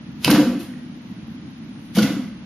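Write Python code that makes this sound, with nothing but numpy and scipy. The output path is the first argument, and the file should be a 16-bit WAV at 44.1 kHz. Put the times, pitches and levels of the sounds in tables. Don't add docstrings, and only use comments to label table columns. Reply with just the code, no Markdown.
import sys
import numpy as np
from scipy import signal
from scipy.fft import rfft, irfft, next_fast_len
from scipy.io import wavfile
from scipy.ndimage import uniform_filter1d

SR = 44100
rng = np.random.default_rng(int(sys.argv[2]) if len(sys.argv) > 2 else 0)


def invert_db(level):
    return 10 ** (np.asarray(level, dtype=float) / 20)


def unload_wav(signal):
    wavfile.write(
        sys.argv[1],
        SR,
        np.round(np.clip(np.atleast_2d(signal).T, -1, 1) * 32767).astype(np.int16),
    )


N = 108045
SIZE = next_fast_len(2 * N)
HZ = np.arange(SIZE // 2 + 1) * SR / SIZE + 1e-3
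T = np.arange(N) / SR
LEFT_RIGHT = np.array([[1], [-1]])


def curve(points):
    p = np.array(points, float)
    return np.interp(np.log(HZ), np.log(np.maximum(p[:, 0], 1)), p[:, 1])


def shape(x, gain):
    return irfft(rfft(x, SIZE) * gain, SIZE)[..., :N]


def unit(x):
    return x / np.sqrt(np.mean(x ** 2))


def ring(at, hz, t60, contact):
    u = np.maximum(T - at, 0)
    decay = np.exp(-np.log(1000) * u / t60)
    return np.sin(2 * np.pi * hz * u) * decay * (1 - np.exp(-u / contact))


# frequency in Hz, side against mid in dB.
FLOOR_SIDE = [(20, -26), (60, -19), (110, -14.5), (200, -17), (370, -12.5), (680, -3), (1240, -1.5),
              (2280, -0.5), (4180, 2.5), (7660, 0), (14000, -0.5)]


def steady_noise(spectrum, db, wobble):
    inside = (HZ >= spectrum[0][0]) & (HZ < spectrum[-1][0])
    mid, side = shape(rng.standard_normal((2, N)), invert_db(curve(spectrum)) * inside)
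    scale = invert_db(db) * wobble / np.sqrt(np.mean(mid ** 2))
    return scale * (mid + shape(side, invert_db(curve(FLOOR_SIDE))) * LEFT_RIGHT)


# frequency in Hz, density in dB per Hz.
HUM = [(15, -76), (25, -61), (50, -24), (177, -5), (233, -3), (300, -10), (330, -14), (352, -21),
       (420, -31), (550, -46), (920, -120)]
HUM_DB, FLICKER_DB, FLICKER_HZ = -36.5, 1.5, 30


def hum():
    walk = unit(uniform_filter1d(rng.standard_normal(N), int(SR / FLICKER_HZ)))
    return steady_noise(HUM, HUM_DB, invert_db(FLICKER_DB * walk))


# frequency in Hz, density in dB per Hz.
HISS = [(250, -43), (420, -2), (2140, -7.5), (2810, -8.5), (6250, -19.5), (7660, -19), (10100, -20.5),
        (12400, -17.5), (13500, -32), (13950, -26)]
HISS_DB = -52


def hiss():
    return steady_noise(HISS, HISS_DB, 1)


# frequency in Hz, side against mid in dB.
ROOM_SIDE = [(200, -13.5), (500, -20), (1000, -15.5), (2000, -15), (4000, -4), (8000, -2.5), (13000, -4.5)]


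def skin_grit():
    grain_gain = invert_db(3 * rng.standard_normal(N))
    mid, side = rng.standard_normal((2, N)) * grain_gain
    return mid + shape(side, invert_db(curve(ROOM_SIDE))) * LEFT_RIGHT


# frequency in Hz, level in dB.
SKIN = [(300, 3.5), (900, -0.5), (1800, 5.5), (3000, 9), (4500, 6.5), (6500, 1.5), (9000, 0.5),
        (13000, -0.5)]
SIZZLE_HZ = 8100
# end in seconds, level in dB, swell in seconds.
SWELLS = [
    (.2455, -35, .014),
    (.594, -57, .01),
    (1.951, -43, .009),
]


def swells(grit):
    colour = curve(SKIN) - 1.0 * (HZ >= SIZZLE_HZ)
    out = 0
    for end, db, swell in SWELLS:
        rising = grit * (T < end) * np.exp(np.minimum(T - end, 0) / swell)
        out = out + shape(rising, invert_db(db + colour))
    return out


# start in seconds, level in dB, pitch in Hz, t60 in seconds.
SNAPS = [
    (0.2456, -1, 3060, 0.0031),
    (0.2455, 1.5, 4680, 0.0019),
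    (.2470, -3, 4060, .004),
    (0.28, -16, 3950, 0.022),
    (.737, -38, 1900, 0.017),
]


def snaps():
    return sum(invert_db(db) * ring(at, hz, t60, .0002) for at, db, hz, t60 in SNAPS)


# start in seconds, level in dB, decay in seconds, sizzle in dB, crack in Hz.
SLAPS = [(0.246, -16.5, 0.00093, 9, 3080), (0.2476, -9, 0.0012, 2, 4500), (0.2512, -23, 0.0012, 0, 2180),
         (.2550, -15, 0.00071, 0, 5000), (0.259, -43, 0.003, -1, 3500), (0.278, -22, 0.0033, -20, 5500),
         (0.3020, -19, 0.002, 8, 4180), (0.3059, -17.5, 0.0015, 8, 3760), (.311, -13.5, 0.003, -1.5, 4200),
         (0.3153, -22, 0.004, -4.5, 3500), (.5945, -69, 0.0017, 3.5, 3940), (.606, -55, 0.0043, -2, 4000),
         (0.347, -25, 0.018, -23, 3250), (0.59, -43.5, 0.036, 5, 3080), (1.950, -31.5, 0.006, 0, 3300),
         (1.955, -31.5, 0.013, 4, 3500), (1.966, -29, 0.013, -2.5, 5400), (1.983, -23, 0.011, -5, 4220),
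         (2.0198, -27, 0.017, 1, 3670), (2.029, -21.5, 0.0029, -30, 5600), (2.065, -50, 0.027, 7.5, 3320)]
CRACK_DB, CRACK_OCTAVES, SIZZLE_PAN_DB = 1, 0.27, 1.5
RISE_SHARE = 0.21


def slaps(grit):
    skin, top = curve(SKIN), HZ >= SIZZLE_HZ
    lean = SIZZLE_PAN_DB / 2 * LEFT_RIGHT
    out = 0
    for at, db, decay, sizzle_db, hz in SLAPS:
        u = np.maximum(T - at, 0) / decay
        burst = grit * np.exp(-u) * (1 - np.exp(-u / RISE_SHARE))
        crack = CRACK_DB * np.exp(-(np.log2(HZ / hz) / CRACK_OCTAVES) ** 2)
        colour = skin + np.where(top, sizzle_db + lean, crack)
        out = out + shape(burst, invert_db(db + colour))
    return out


# frequency in Hz, t60 in seconds.
ROOM_T60 = [(200, 0.79), (600, 0.54), (1500, 0.72), (4000, 0.66), (7000, 0.57), (12000, 0.53)]
# frequency in Hz, level in dB.
ROOM_DB = [(200, 4), (600, 0.5), (1500, -1.5), (4000, -10), (7000, -7.5), (12000, -10)]
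BUILD_S = 0.0022


def room():
    noise = rng.standard_normal((2, N))
    table_hz, table_s = np.array(ROOM_T60).T
    out = 0
    for hz in 60 * 2 ** np.arange(0, 8.1, .5):
        t60 = np.interp(np.log(hz), np.log(table_hz), table_s)
        band = shape(noise, np.maximum(1 - 2 * abs(np.log2(HZ / hz)), 0))
        out = out + band * np.exp(-np.log(1000) * T / t60) * (1 - np.exp(-T / BUILD_S))
    mid, side = out[0], shape(out[1], invert_db(curve(ROOM_SIDE)))
    ears = np.array([mid + side, mid - side])
    return rfft(ears, SIZE) * invert_db(curve(ROOM_DB)) / np.sqrt(np.sum(mid ** 2))


# start in seconds, level in dB, pitch in Hz, t60 in seconds.
ROCKS = [(0.259, -17, 146.6, 0.27), (0.275, -14, 303.4, 0.18), (0.284, -4, 236, 0.11), (.290, -1, 204, 0.1),
         (0.313, -3, 298.4, 0.19), (.328, -8, 236.5, 0.21), (0.339, -5.5, 200.6, 0.1),
         (0.357, -6, 182.5, 0.098), (0.336, -15, 135, 0.15), (0.38, -4.5, 298, .3),
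         (.382, -16, 270.8, 0.21), (0.399, -9.5, 229, 0.18), (.450, -21, 341, 0.17),
         (.520, -27.5, 333, 0.24), (0.423, -18.5, 147, 0.15), (.455, -15.5, 193.2, 0.37),
         (.465, -9, 243.5, 0.25), (0.501, -19, 307, .15), (.548, -13.5, 283, 0.13), (0.559, -25, 190, 0.12),
         (.595, -24.5, 330.5, 0.2), (.680, -27, 248, 0.75), (1.952, -13, 185, 0.11),
         (1.975, -1.5, 212, .18), (1.982, -13, 319, 0.17), (2.006, -4.5, 199.6, 0.12),
         (2.018, -12.5, 125, 0.11), (2.036, -9, 268.8, 0.17), (2.041, -11, 165, 0.088),
         (2.069, -17.5, 187, 0.49), (2.100, -16, 304, 0.16), (2.101, -11.5, 210.2, 0.14),
         (2.146, -12.5, 218, 0.13), (2.166, -11.5, 281, 0.072), (2.148, -23, 127, 0.22),
         (2.190, -18.5, 252, 0.19), (2.251, -24.5, 204.4, 0.19), (2.28, -32, 240, 0.092)]
THUD_S, RADIATES_HZ = 0.003, 103


def trunk():
    boom = sum(invert_db(db) * ring(at, hz, t60, THUD_S) for at, db, hz, t60 in ROCKS)
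    return shape(boom, 1 / (1 - 1j * RADIATES_HZ / HZ) ** 2)


# start in seconds, level in dB, contact in seconds, strongest ring near in Hz.
KNOCKS = [(.2790, -13, 0.00057, 870), (.287, -23.5, 0.00042, 477), (.298, -16.5, 0.00039, 1150),
          (.33, -17.5, 0.00035, 545), (.36, -17, 0.00034, 840), (.397, -20.5, 0.00046, 480),
          (.43, -28, 0.00046, 720), (1.972, -21.5, 0.00047, 655), (1.987, -20.5, 0.00036, 1530),
          (1.995, -24.5, 0.0011, 563), (2.052, -28, 0.0028, 510), (2.075, -29.5, 0.0005, 670),
          (2.12, -34, 0.0009, 620), (.348, -23, .0005, 1450), (.455, -33.5, 0.0022, 460),
          (1.9623, -31, .0005, 1340)]
# frequency in Hz, level in dB, t60 in seconds.
ARM = [(429, -11, 0.06), (515.5, 0.5, 0.059), (550, -3, .04), (651, -2.5, 0.032), (706, -5, 0.052),
       (838, -2, 0.016), (970, -1.5, 0.021), (1150, -4, 0.049), (1348, -2, 0.038), (1509, 2, 0.036),
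       (1700, -11, 0.021), (1830, -11, 0.014), (2096, 5, 0.019)]
FOCUS_DB = -12


def knocks():
    out = 0
    for at, db, contact, focus in KNOCKS:
        for hz, mode_db, t60 in ARM:
            level_luck, pitch_luck = rng.standard_normal(2)
            focus_db = FOCUS_DB * np.log2(hz / focus) ** 2
            gain = invert_db(db + mode_db + 3.06 * level_luck + focus_db)
            out = out + gain * ring(at, hz * (1 + 0.032 * pitch_luck), t60, contact)
    return out


SLEEVE_S, SLEEVE_LENGTH_S, SLEEVE_DB, SLEEVE_HZ = 1.85, .13, -64, 8500


def sleeve():
    colour = (HZ > SLEEVE_HZ) * (SLEEVE_HZ / HZ) ** 2
    brush = unit(shape(rng.standard_normal((2, N)), colour))
    return invert_db(SLEEVE_DB) * brush * np.exp(-((T - SLEEVE_S) / SLEEVE_LENGTH_S) ** 2)


WET_SLAP_DB, WET_KNOCK_DB, WET_TRUNK_DB = 5, -2.5, -17


def scene():
    background = hum() + hiss()
    grit = skin_grit()
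    skin = swells(grit) + snaps() + slaps(grit)
    boom, wood = trunk(), knocks()
    send = invert_db(WET_SLAP_DB) * skin + invert_db(WET_KNOCK_DB) * wood + invert_db(WET_TRUNK_DB) * boom
    return background + skin + boom + wood + shape(send, room()) + sleeve()


# frequency in Hz, left minus right in dB.
BALANCE_DB = [(60, 4), (110, -0.5), (200, 0.15), (370, -0.1), (680, 1.0), (1240, 0.0), (2280, -1.5),
              (4180, -1), (7660, -1.5), (14000, 2.5)]
NOTCH_HZ, NOTCH_WIDTH_HZ, NOTCH_DB, TOP_HZ = 8000, 330, -32, 13520
SHOULDER_DB, SHOULDER_HZ = -9, 980
LEAK_DB, LEAK_HZ, LEAK_WIDTH_HZ = 21, 7975, 25


def microphones(x):
    db = NOTCH_DB * np.exp(-((HZ - NOTCH_HZ) / NOTCH_WIDTH_HZ) ** 4)
    db = db + SHOULDER_DB * np.exp(-((HZ - NOTCH_HZ) / SHOULDER_HZ) ** 2)
    db = db + LEAK_DB * np.exp(-((HZ - LEAK_HZ) / LEAK_WIDTH_HZ) ** 2)
    above = HZ - TOP_HZ
    db = db - 30 * np.clip(above / 200, 0, 1) - 40 * np.clip(above / 1000, 0, 2)
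    return shape(x, invert_db(db + curve(BALANCE_DB) / 2 * LEFT_RIGHT))


# frequency in Hz, threshold in dB above the band's quiet level.
GATE = [(6700, -20), (7000, 3), (7400, 8), (8300, 9), (8700, 2.1), (9600, .5), (10400, .9), (11000, 2.1),
        (12400, 2.4), (12800, 12), (13500, 17.5)]


def gate(x):
    frames = dict(nperseg=2048, noverlap=1024, window="cosine")
    hz, _, z = signal.stft(x, SR, **frames)
    bands = z[:, :1024].reshape(2, 128, 8, -1)
    db = 10 * np.log10(np.mean(abs(bands) ** 2, axis=(0, 2)) + 1e-20)
    quiet = np.percentile(db, 25, axis=1)
    limit = quiet + np.interp(hz[4::8], *np.array(GATE).T)
    z[:, :1024] *= np.repeat(db > limit[:, None], 8, axis=0)
    return signal.istft(z, SR, **frames)[1][:, :N]


def top_cut(x):
    return signal.sosfilt(signal.butter(12, 14640, fs=SR, output="sos"), x)


def record(dry):
    finished = gate(microphones(dry))
    return top_cut(finished)


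dry = scene()
out = record(dry)
unload_wav(out)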